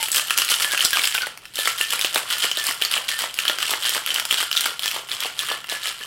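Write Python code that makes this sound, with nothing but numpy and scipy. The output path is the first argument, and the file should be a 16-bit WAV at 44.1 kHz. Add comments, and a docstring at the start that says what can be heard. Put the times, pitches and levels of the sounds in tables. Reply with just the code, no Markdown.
"""Ice knocks hard on steel while ice and a creamy drink are shaken in a cocktail shaker in a kitchen.
Around each end of a stroke cubes knock (short thud, clack and tick), small chips rattle (filtered random
clicks) and the liquid slaps (duller clicks and low thuds), with a short pause to change grip.
The wet steel rings briefly (decaying, wavering tones) and two hands thump softly (a low decaying tone).
Cupboards and counter add a short bright echo (decaying noise) over room air and a faint mains hum."""
import sys
import numpy as np
from scipy import signal
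from scipy.fft import rfft, irfft
from scipy.io import wavfile
from scipy.ndimage import uniform_filter1d

SR = 44100
rng = np.random.default_rng(int(sys.argv[2]) if len(sys.argv) > 2 else 0)


def store_wav(level_fs):
    """Save 16-bit WAV to argv[1]."""
    pcm = np.round(np.clip(np.atleast_2d(level_fs), -1, 1) * 32767)
    wavfile.write(sys.argv[1], SR, pcm.T.astype(np.int16))


N = 267422
TIME = np.arange(N) / SR  # seconds

# single knocks of a cube on the tin, from hard blows to faint ticks; levels are before the trims in cubes():
# start_s, hollow_thud_db, clack_db, bright_tick_db, clack_pitch_hz
KNOCKS = [(0.0285, -24, -18.5, -18, 2850), (.0848, -27.5, -23.5, -23, 2750), (0.1173, -45, -36, -16, 3850),
          (0.1461, -29, -19, -18, 2780), (.1605, -27, -21, -15, 3000), (.1686, -33, -12.5, -23, 3020),
          (.182, -24, -19, -18, 3830), (.196, -21, -17.5, -33, 2720), (0.3069, -13.5, -11, -19.5, 2600),
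          (0.3762, -20, -18, -12, 2900), (0.3858, -20, -15, -14, 2750), (.419, -21, -12.5, -21, 2810),
          (.448, -36, -26, -20, 2900), (0.5, -23, -30, -18, 2940), (0.5058, -30, -23, -16.5, 2700),
          (.517, -18, -27, -19, 3050), (0.5415, -40, -12.5, -35, 3040), (.6046, -22, -27, -23, 3340),
          (.6212, -23, -18, -20, 2960), (.646, -18.5, -18.5, -23, 3150), (0.7195, -28, -23, -21, 3470),
          (0.7353, -18, -27, -30, 2450), (0.7474, -18.5, -22, -29, 2370), (0.7763, -23, -13.5, -23, 2700),
          (.793, -24, -16, -31, 3080), (.807, -43, -9.5, -37, 3050), (0.8497, -26, -14, -8, 4020),
          (.8564, -21, -15, -19, 3400), (.907, -26, -34, -19, 3580), (0.9313, -20, -14, -18, 3200),
          (.971, -17.5, -14, -25, 2400), (0.9934, -34, -14, -25, 2260), (1.041, -25, -14, -24, 2620),
          (1.0547, -43, -15.5, -16, 3170), (1.0734, -27, -18.5, -19, 3450), (1.1469, -22, -23, -21, 2680),
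          (1.1792, -20, -18, -39, 2470), (1.185, -25, -24, -28, 2580), (1.22, -27, -19, -33, 4460),
          (1.269, -22, -45, -28, 2440), (1.3751, -39, -33.5, -38, 2500), (1.4548, -37, -31.5, -39, 2580),
          (1.5568, -47, -26, -23, 3600), (1.59, -40, -19.5, -23, 4000), (1.6566, -29, -15.5, -22, 3500),
          (1.674, -11, -14, -20, 2110), (1.8117, -28, -10, -22, 2870), (1.9054, -45, -25, -22, 3000),
          (1.9246, -30, -21, -24, 2980), (1.934, -19, -27, -19, 3560), (1.9928, -27, -18.5, -21, 2470),
          (2.0125, -33, -12.5, -27, 3600), (2.0466, -39, -12, -25, 2960), (2.1453, -37, -20, -18, 3000),
          (2.1587, -15, -13, -24, 3580), (2.1778, -20, -18, -20.5, 2550), (2.303, -27, -21, -38, 3650),
          (2.309, -22, -20, -27, 3030), (2.3832, -40, -25, -23, 2900), (2.4238, -38, -18, -24, 3040),
          (2.439, -38, -17, -30, 2980), (2.4432, -23, -19, -26, 2270), (2.515, -42, -12.5, -30, 3120),
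          (2.572, -31, -16.5, -23, 3660), (2.6678, -30, -22, -16.5, 4400), (2.71, -19.5, -31, -22, 2750),
          (2.8162, -27, -19, -26, 3240), (2.8221, -38, -9, -37, 3070), (2.85, -36, -13, -22, 4480),
          (2.914, -27, -20, -20, 3580), (2.9394, -26, -10.5, -33, 3150), (2.9782, -26, -16, -32, 2940),
          (3.0895, -32, -17.5, -30, 3220), (3.19, -25, -21, -21, 3080), (3.2967, -41, -28.5, -43, 3040),
          (3.342, -54, -28, -27, 3080), (3.3888, -22, -11, -29, 3000), (3.453, -21.5, -18, -24, 3000),
          (3.4806, -37, -9.5, -18, 3260), (3.4976, -17, -13.5, -30, 3100), (3.5859, -22, -21, -25, 3070),
          (3.628, -24, -14.5, -25, 2980), (3.7082, -39, -18, -20, 3480), (3.737, -18, -21, -30, 3020),
          (3.861, -40, -15.5, -32, 3130), (3.8855, -28, -18, -35, 3530), (3.8934, -38, -24, -16, 3250),
          (3.9478, -20, -22, -20, 3170), (3.9777, -21.5, -21, -33, 3150), (4.0625, -29, -19, -20.5, 3050),
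          (4.0741, -24, -21, -35, 2920), (4.1045, -47, -14, -33, 3100), (4.1432, -34, -25, -18, 3230),
          (4.1605, -28, -13, -33, 3060), (4.1834, -20, -42, -42, 2900), (4.198, -19, -18, -19, 3220),
          (4.2528, -25, -20.5, -22, 3240), (4.31, -46, -7.5, -20, 3200), (4.3261, -42, -12, -29, 2910),
          (4.343, -27, -12.5, -34, 3120), (4.383, -31, -18, -25, 3030), (4.4034, -19, -27, -24, 3000),
          (4.4282, -19, -29, -22, 2750), (4.5142, -25, -14.5, -22.5, 3000), (4.5283, -35, -15, -33, 2960),
          (4.551, -28, -26, -31, 3150), (4.5683, -32, -10.5, -38, 3800), (4.5756, -31, -10, -21, 3240),
          (4.6082, -26, -22, -15, 4050), (4.6596, -15, -36, -19.5, 2900), (4.794, -35, -19.5, -24.5, 3040),
          (4.8334, -32, -18, -30, 3340), (4.8587, -44, -14.5, -37, 3330), (4.8796, -39, -14.5, -26, 3150),
          (4.9133, -38, -21.5, -24, 2550), (5.088, -35, -31, -42, 3100), (5.1162, -41, -16, -39, 3320),
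          (5.2044, -43, -21, -23, 3180), (5.3917, -44, -13.5, -23, 3130), (5.4868, -26, -24, -27.5, 3040),
          (5.643, -30, -30, -40, 2850), (5.698, -39, -20.5, -39, 3970)]
# tone colour of the hollow thud: pitch_hz, level_db
THUD_COLOUR = [(60, -36), (160, -21.5), (350, -11), (600, -4.5), (1000, -4), (1400, 9.5), (1900, 4.5),
               (2600, 1.5), (5000, -61)]
# tone colour of the bright tick: pitch_hz, level_db
TICK_COLOUR = [(2500, -18), (4200, 2), (5200, 3.5), (6500, -1), (8000, 2.5), (10500, 2.5), (13000, -0.5),
               (16000, -4)]


def cubes(thud_db=-2, clack_db=-2, tick_db=-1, clack_s=0.0011, thud_s=0.002, tick_s=0.0011,
          crunch_s=0.00046, crunch_db=-9, radiate_hz=240):
    """Each cube crunches on the steel for a moment and rings the hand-damped wall and the cavity."""
    out = np.zeros(N)
    t = TIME[:1024]
    span = 0.0035 * SR  # a part's level is its energy spread over 3.5 ms
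    trims = (thud_db, clack_db, tick_db)
    for start_s, *levels, pitch_hz in KNOCKS + tumble():
        crunch, body, crack = rng.standard_normal((3, len(t)))
        # the contact is one click plus a very short crunch
        contact = undb(crunch_db) * crunch * np.exp(-t / crunch_s)
        contact[0] += 1
        wall_ring = np.exp(-t / clack_s) * np.cos(2 * np.pi * pitch_hz * t)
        clack = signal.fftconvolve(contact, wall_ring)[:len(t)]
        thud = colour(body * np.exp(-t / thud_s), THUD_COLOUR)
        tick = colour(crack * np.exp(-t / tick_s), TICK_COLOUR)
        for part, db, trim in zip((thud, clack, tick), levels, trims):
            gain = undb(db + trim) * np.sqrt(span / np.sum(part ** 2))
            add(out, start_s, part * gain)
    # a small tin radiates almost no bass
    return signal.sosfilt(signal.butter(2, radiate_hz, "highpass", fs=SR, output="sos"), out)


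# more cubes tumble in around each crest: timing, level against the stroke, and random scatter
TUMBLE_LEAD_S, TUMBLE_SPREAD_S, TUMBLE_SCATTER_DB = 0.004, 0.034, 3
TUMBLE_THUD_DB, TUMBLE_CLACK_DB, TUMBLE_TICK_DB = -15, -5, -6
TUMBLE_HZ, TUMBLE_OCTAVES = 3140, 0.22


def tumble(count=3):
    """A few more cubes land one after another, harder in a harder stroke; rows as in KNOCKS."""
    rows = []
    for crest_s, db, bright_db, _ in STROKES:
        base = db + np.array([TUMBLE_THUD_DB, TUMBLE_CLACK_DB, TUMBLE_TICK_DB + bright_db])
        for k in range(count):
            turn = 2 * (k + rng.random()) / count - 1  # place in the stroke, from -1 to 1
            chance = rng.uniform(-1.07, 1, 4)
            levels = base + TUMBLE_SCATTER_DB * chance[1:]
            start_s = crest_s - TUMBLE_LEAD_S + TUMBLE_SPREAD_S * turn
            pitch_hz = TUMBLE_HZ * 2 ** (TUMBLE_OCTAVES * chance[0])
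            rows.append((start_s, *levels, pitch_hz))
    return rows


# the load arriving at one end of the tin, also used by tumble() and liquid(); levels before trims:
# crest_s, rattle_db, brightness_db (treble against the rattle), liquid_db
STROKES = [(0.034, -22, -1.5, -46.5), (.163, -17.5, 1, -33.5), (0.306, -21, -4.5, -38),
           (.396, -17, -3.5, -35.5), (0.518, -15, -3.5, -33), (.628, -18, -1.5, -32.5),
           (0.728, -19.5, -6.5, -37.5), (.826, -17.5, -2.5, -34), (.965, -16.5, -6, -30.5),
           (1.047, -17.5, -2, -40), (1.153, -20, -3.5, -40), (1.236, -27, -12, -42), (1.33, -49, -4, -46),
           (1.461, -40.5, -5, -51), (1.605, -19.5, -3, -42), (1.678, -19, -3.5, -33.5),
           (1.816, -20, -3, -40), (1.933, -19.5, -4, -32), (2.042, -17, -8, -38), (2.163, -20.5, -3, -28),
           (2.324, -18, -5.5, -34), (2.439, -17, -4, -33.5), (2.592, -20.5, -6, -37.5),
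           (2.677, -19.5, -1, -30.5), (2.84, -21.5, -7, -37), (2.946, -18.5, -4.5, -28.5),
           (3.106, -19, -5.5, -36.5), (3.214, -19.5, -5, -31.5), (3.405, -23.5, -4, -39.5),
           (3.49, -20.5, -7, -31), (3.625, -19.5, -8, -37), (3.705, -18, -4, -29), (3.854, -17, -5.5, -35),
           (3.948, -19.5, -4, -32), (4.1, -20, -9, -35), (4.17, -21, -6, -34.5), (4.325, -20, -5, -38),
           (4.405, -18, -5.5, -32.5), (4.573, -21.5, -6, -40), (4.651, -18.5, -6, -30),
           (4.861, -21, -3.5, -38), (4.953, -24.5, -5, -32.5), (5.129, -23, -6.5, -37),
           (5.238, -20, -7.5, -32), (5.418, -22, -3, -38), (5.509, -21, -7, -30.5),
           (5.725, -21.5, -6, -35.5), (5.867, -20, -5, -36), (6.026, -29.5, -7, -42.5)]
# tone colour of the small chips: pitch_hz, level_db
CHIPS_COLOUR = [(300, -38.5), (900, -29), (1350, -6), (2100, -6.5), (2650, -5.5), (3100, 2.5), (3600, -5.5),
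                (4500, -5), (6300, -13.5), (8000, -7.5), (10500, -10.5), (13000, -14), (15500, -23.5)]
# every load of ice piles up and settles alike: times over 20 dB
ICE_RISE_S, ICE_FALL_S = 0.07, 0.12


def chips(level_db=-4.5, rate=720, scatter_db=3.5, bright_db=2):
    """Small ice rattles through every stroke; each stroke has its own brightness."""
    hail = clatter(rate, scatter_db, variety_db=10.5, even_s=0.043)
    rattle = unit(colour(hail, CHIPS_COLOUR))
    treble = signal.sosfiltfilt(signal.butter(2, 5200, "highpass", fs=SR, output="sos"), rattle)
    times, db, bright, _ = np.transpose(STROKES)
    body = surges(times, db, ICE_RISE_S, ICE_FALL_S)
    sparkle = surges(times, db + bright + bright_db, ICE_RISE_S, ICE_FALL_S)
    return undb(level_db) * ((rattle - treble) * body + treble * sparkle)


# tone colour of the splashing drink, also used by hammers(): pitch_hz, level_db
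LIQUID_COLOUR = [(90, -20), (190, -10.5), (330, -6.5), (500, -0.5), (800, 1), (1150, 5), (1500, -4),
                 (2000, 1), (3000, 1.5), (6000, -22.5)]
# every load of liquid piles up and settles alike: times over 20 dB
LIQUID_RISE_S, LIQUID_FALL_S = 0.066, 0.11
# heavy splashes land just after the ice, light ones slightly before: shift of a middling one, and per dB
LIQUID_SHIFT_S, SHIFT_S_PER_DB = 0.0071, 0.002


def liquid(rate=450, scatter_db=5):
    """The drink slaps the end of the tin in a burst of dull splashes, later when it is heavier."""
    hail = clatter(rate, scatter_db, variety_db=11, even_s=0.03)
    splashes = unit(colour(hail, LIQUID_COLOUR))
    times, _, _, db = np.transpose(STROKES)
    shift = LIQUID_SHIFT_S + SHIFT_S_PER_DB * (db - np.median(db))
    return splashes * surges(times + shift, db, LIQUID_RISE_S, LIQUID_FALL_S)


# the whole slug of drink hammering into the end of the tin; level is the thud's peak before the bass cut:
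# start_s, level_db, pitch_hz
HAMMERS = [(.85, -20, 594), (1.27, -20, 850), (1.588, -19.5, 554), (1.656, -24, 850), (1.808, -24, 510),
           (2.047, -16.5, 563), (2.16, -9, 910), (2.445, -15, 680), (2.575, -22, 626), (2.817, -24, 404),
           (3.24, -15, 945), (3.497, -12, 850), (3.735, -18, 835), (3.966, -18, 900), (4.254, -24, 970),
           (4.43, -22, 900), (4.66, -30, 950), (4.964, -18, 945), (5.257, -18.5, 766), (5.723, -19, 680)]


def hammers(decay_s=0.0026, spread=0.3, flank_db=-9, gush_db=-18, gush_s=0.0094):
    """The liquid stops dead and knocks the tin: a hollow, heavily damped thud with a short gush."""
    out = np.zeros(N)
    t = TIME[:2048]
    for start_s, db, hz in HAMMERS:
        thud = np.zeros(len(t))
        for k in (-1, 0, 1):  # the main note with a weaker one on either side
            thud += undb(flank_db * abs(k)) * np.sin(2 * np.pi * hz * (1 + k * spread) * t)
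        thud *= np.exp(-t / decay_s)
        gush = unit(colour(rng.standard_normal(len(t)), LIQUID_COLOUR)) * np.exp(-t / gush_s)
        add(out, start_s, undb(db) * (thud / np.max(np.abs(thud)) + undb(gush_db) * gush))
    return signal.sosfilt(signal.butter(3, 280, "highpass", fs=SR, output="sos"), out)


# the steel ringing, and one bright ping of a cube at 0.117 s; level is before the trim and waver in steel(): #
# start_s, pitch_hz, level_db
RINGS = [(.002, 910, -28), (.002, 2080, -28), (.117, 7880, -22), (.028, 886, -30), (.149, 1740, -29.5),
         (.195, 1750, -32.5), (.518, 1426, -21), (.645, 1724, -26), (.712, 1647, -27), (0.93, 1615, -22),
         (1.15, 1536, -16.5), (1.21, 1520, -28), (1.232, 1460, -19.5), (1.588, 1740, -27.5),
         (1.808, 1767, -28.5), (2.05, 1780, -36), (2.332, 1745, -36), (2.576, 1767, -27),
         (2.821, 1795, -32), (3.108, 1780, -25.5), (3.389, 1760, -33), (3.627, 1750, -30),
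         (3.851, 1764, -32.5), (4.104, 1780, -37), (4.85, 1760, -37), (5.392, 1730, -33),
         (5.494, 1740, -29), (5.697, 1728, -31.5), (5.742, 1722, -33), (6.012, 1720, -35)]
# rings near LONGEST_HZ last longest; lower and higher ones die sooner (t60: time to fall 60 dB)
LONGEST_HZ, NEARNESS_HZ, LONG_T60_S, SHORT_T60_S = 1770, 110, 0.33, 0.11


def steel(level_db=-2, waver_db=3.5, detune=0.008):
    """The tin rings; liquid sliding over the wall makes pitch and loudness waver."""
    out = np.zeros(N)
    t = TIME[:SR // 2]
    for start_s, hz, db in RINGS:
        nearness = np.exp(-((hz - LONGEST_HZ) / NEARNESS_HZ) ** 2)
        t60_s = SHORT_T60_S + (LONG_T60_S - SHORT_T60_S) * nearness
        phase = 2 * np.pi * np.cumsum(hz * (1 + detune * waver(len(t)))) / SR
        fade = np.exp(-np.log(1000) * t / t60_s)
        gain = undb(db + level_db + waver_db * waver(len(t))) * fade
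        add(out, start_s, np.sqrt(2) * gain * np.sin(phase))
    return out


def shell(x, level_db=-22, hz=1385, t60_s=0.37, wander=0.0354):
    """The filled end of the tin hums on after every rattle; its pitch wanders as the drink slides about."""
    t = TIME[:SR // 2]
    turn = np.exp(2j * np.pi * np.cumsum(hz * (1 + wander * waver(N, rate=14))) / SR)
    # shift the wandering pitch down to zero, let it ring there, then shift it back up
    fade = np.exp(-np.log(1000) * t / t60_s)
    mode = turn * signal.oaconvolve(x / turn, fade)[:N]
    return undb(level_db) * np.std(x) * unit(mode.imag)


# the loaded shaker thumping against both palms; level is before the doubling in palms():
# start_s, level_db
THUMPS = [(0.15, -51), (0.39, -53), (0.61, -49), (0.845, -43), (1.04, -51)]


def palms(hz=65, decay_s=0.0072):
    """A soft low thump when both hands stop the shaker: a low tone that dies at once."""
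    out = np.zeros(N)
    t = TIME[:SR // 4]
    for start_s, db in THUMPS:
        add(out, start_s, 2 * undb(db) * np.exp(-t / decay_s) * np.sin(2 * np.pi * hz * t))
    return out


def clatter(rate, scatter_db, variety_db, even_s, count=13):
    """A steady hail of tiny collisions, each with its own size and its own share in every half-octave band."""
    hit = rng.random(N) < rate / SR  # rate is collisions per second
    size = hit * undb(scatter_db * np.minimum(rng.exponential(size=N), 3))
    edges = np.geomspace(220, 17000, count + 1)  # Hz
    lowest = signal.butter(2, edges[0], fs=SR, output="sos")
    out = signal.sosfilt(lowest, size * rng.choice([-1, 1], N))
    for band in zip(edges, edges[1:]):
        share = rng.choice([-1, 1], N) * undb(variety_db * rng.uniform(-1, 1, N))
        out += signal.sosfilt(signal.butter(2, band, "bandpass", fs=SR, output="sos"), size * share)
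    # even out the loudness of the hail over a short moment
    power = uniform_filter1d(out ** 2, int(even_s * SR))
    return unit(out / np.sqrt(power + 1e-9))


def surges(times, levels_db, rise_s, fall_s, curve=1.38):
    """Loudness of a load that piles up against the end of the tin and settles, once for each stroke."""
    power = np.zeros(N)
    lead_s = 0.25  # how long before the crest a surge begins
    for crest_s, db in zip(times, levels_db):
        start_s = max(crest_s - lead_s, 0)
        d = TIME[:SR] + start_s - crest_s  # seconds from the crest
        drop = np.where(d < 0, np.abs(d / rise_s) ** curve, d / fall_s)
        add(power, start_s, undb(db - 20 * drop) ** 2)
    return np.sqrt(power)


def waver(length, rate=45):
    """A random wobble with a spread near 1: straight lines between random points, rate points a second."""
    steps = np.arange(length) * rate / SR
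    return np.interp(steps, np.arange(256), rng.standard_normal(256))


def kitchen(x, swing_hz=3.8, count=14):
    """The shaker swings through many places, each with its own echo."""
    place = TIME * swing_hz * count
    out = x.copy()
    for k in range(count):
        away = np.abs((place - k + count / 2) % count - count / 2)
        # neighbouring places blend into each other
        here = np.sqrt(np.maximum(1 - away, 0))
        out += signal.oaconvolve(x * here, reflections())[:N]
    return out


# tone colour of the kitchen's echo: pitch_hz, level_db
ECHO_COLOUR = [(80, -20), (400, -4.5), (1000, -3), (1400, 1.5), (2300, -3), (3100, 0.5), (4000, 0),
               (6000, 5.5), (10000, 5), (16000, 5)]


def reflections(wet_db=-4.0, t60_low=0.36, t60_high=0.13, gap_s=0.0013, early_db=3, early_s=0.01):
    """Dense early returns from counter and cupboards, then a short diffuse tail."""
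    t = TIME[:SR // 2]
    noise = rng.standard_normal(len(t))
    low = signal.sosfilt(signal.butter(1, 4000, fs=SR, output="sos"), noise)
    low_tail = low * np.exp(-np.log(1000) * t / t60_low)
    high_tail = (noise - low) * np.exp(-np.log(1000) * t / t60_high)  # treble dies sooner
    onset = 1 - np.exp(-(t / gap_s) ** 2)
    early = undb(early_db * np.exp(-t / early_s))
    tail = colour((low_tail + high_tail) * onset * early, ECHO_COLOUR)
    return undb(wet_db) * tail / np.sqrt(np.sum(tail ** 2))


# tone colour of the still room air: pitch_hz, level_db
AIR_COLOUR = [(25, -5), (45, -4), (62, 14), (90, -4), (140, 1), (300, -6), (800, -10.5), (3000, -36),
              (15000, -43)]
AIR_DB, HUM_HZ, HUM_DB = -59, 119.7, -67


def background():
    """Still room air as filtered noise, and the hum of an appliance as one steady tone."""
    air = unit(colour(rng.standard_normal(N), AIR_COLOUR))
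    hum = unit(np.sin(2 * np.pi * HUM_HZ * TIME))
    return undb(AIR_DB) * air + undb(HUM_DB) * hum


def undb(db):
    """Decibels to gain."""
    return 10 ** (np.asarray(db) / 20)


def unit(x):
    """Scale to an rms (average strength) of 1."""
    return x / np.sqrt(np.mean(x ** 2))


def add(out, start_s, sound):
    """Mix a sound in at a time."""
    start = max(int(start_s * SR), 0)
    out[start:start + len(sound)] += sound[:max(N - start, 0)]


def response(points, size=1024):
    """Turn a tone colour into a short filter that never sounds before its input (minimum phase)."""
    hz, db = np.transpose(points)
    grid_hz = np.arange(size // 2 + 1) * SR / size
    curve_db = np.interp(np.log(grid_hz + 1), np.log(hz), db)
    # folding the cepstrum forward in time packs the energy at the start
    cepstrum = irfft(np.log(undb(curve_db)))
    cepstrum[1:size // 2] *= 2
    cepstrum[size // 2 + 1:] = 0
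    return irfft(np.exp(rfft(cepstrum)))


def colour(x, points):
    """Filter a sound by a tone colour."""
    return signal.fftconvolve(x, response(points))[:len(x)]


def scene(ring_room_db=-7):
    """The shaker in the kitchen; the steel's ring reaches the microphone mostly directly."""
    shaker = cubes() + chips() + liquid() + hammers() + palms()
    ring = steel() + shell(shaker)
    share = undb(ring_room_db)  # part of the ring that also feeds the echo
    return (kitchen(shaker + share * ring) + (1 - share) * ring + background())[None]


TOP_HZ = 15900


def record(dry):
    """The microphone rounds the highest peaks and the top is cut."""
    ceiling = 0.9
    rounded = ceiling * np.tanh(dry / ceiling)
    return signal.sosfilt(signal.ellip(10, 0.1, 80, TOP_HZ, fs=SR, output="sos"), rounded)


dry = scene()
out = record(dry)
store_wav(out)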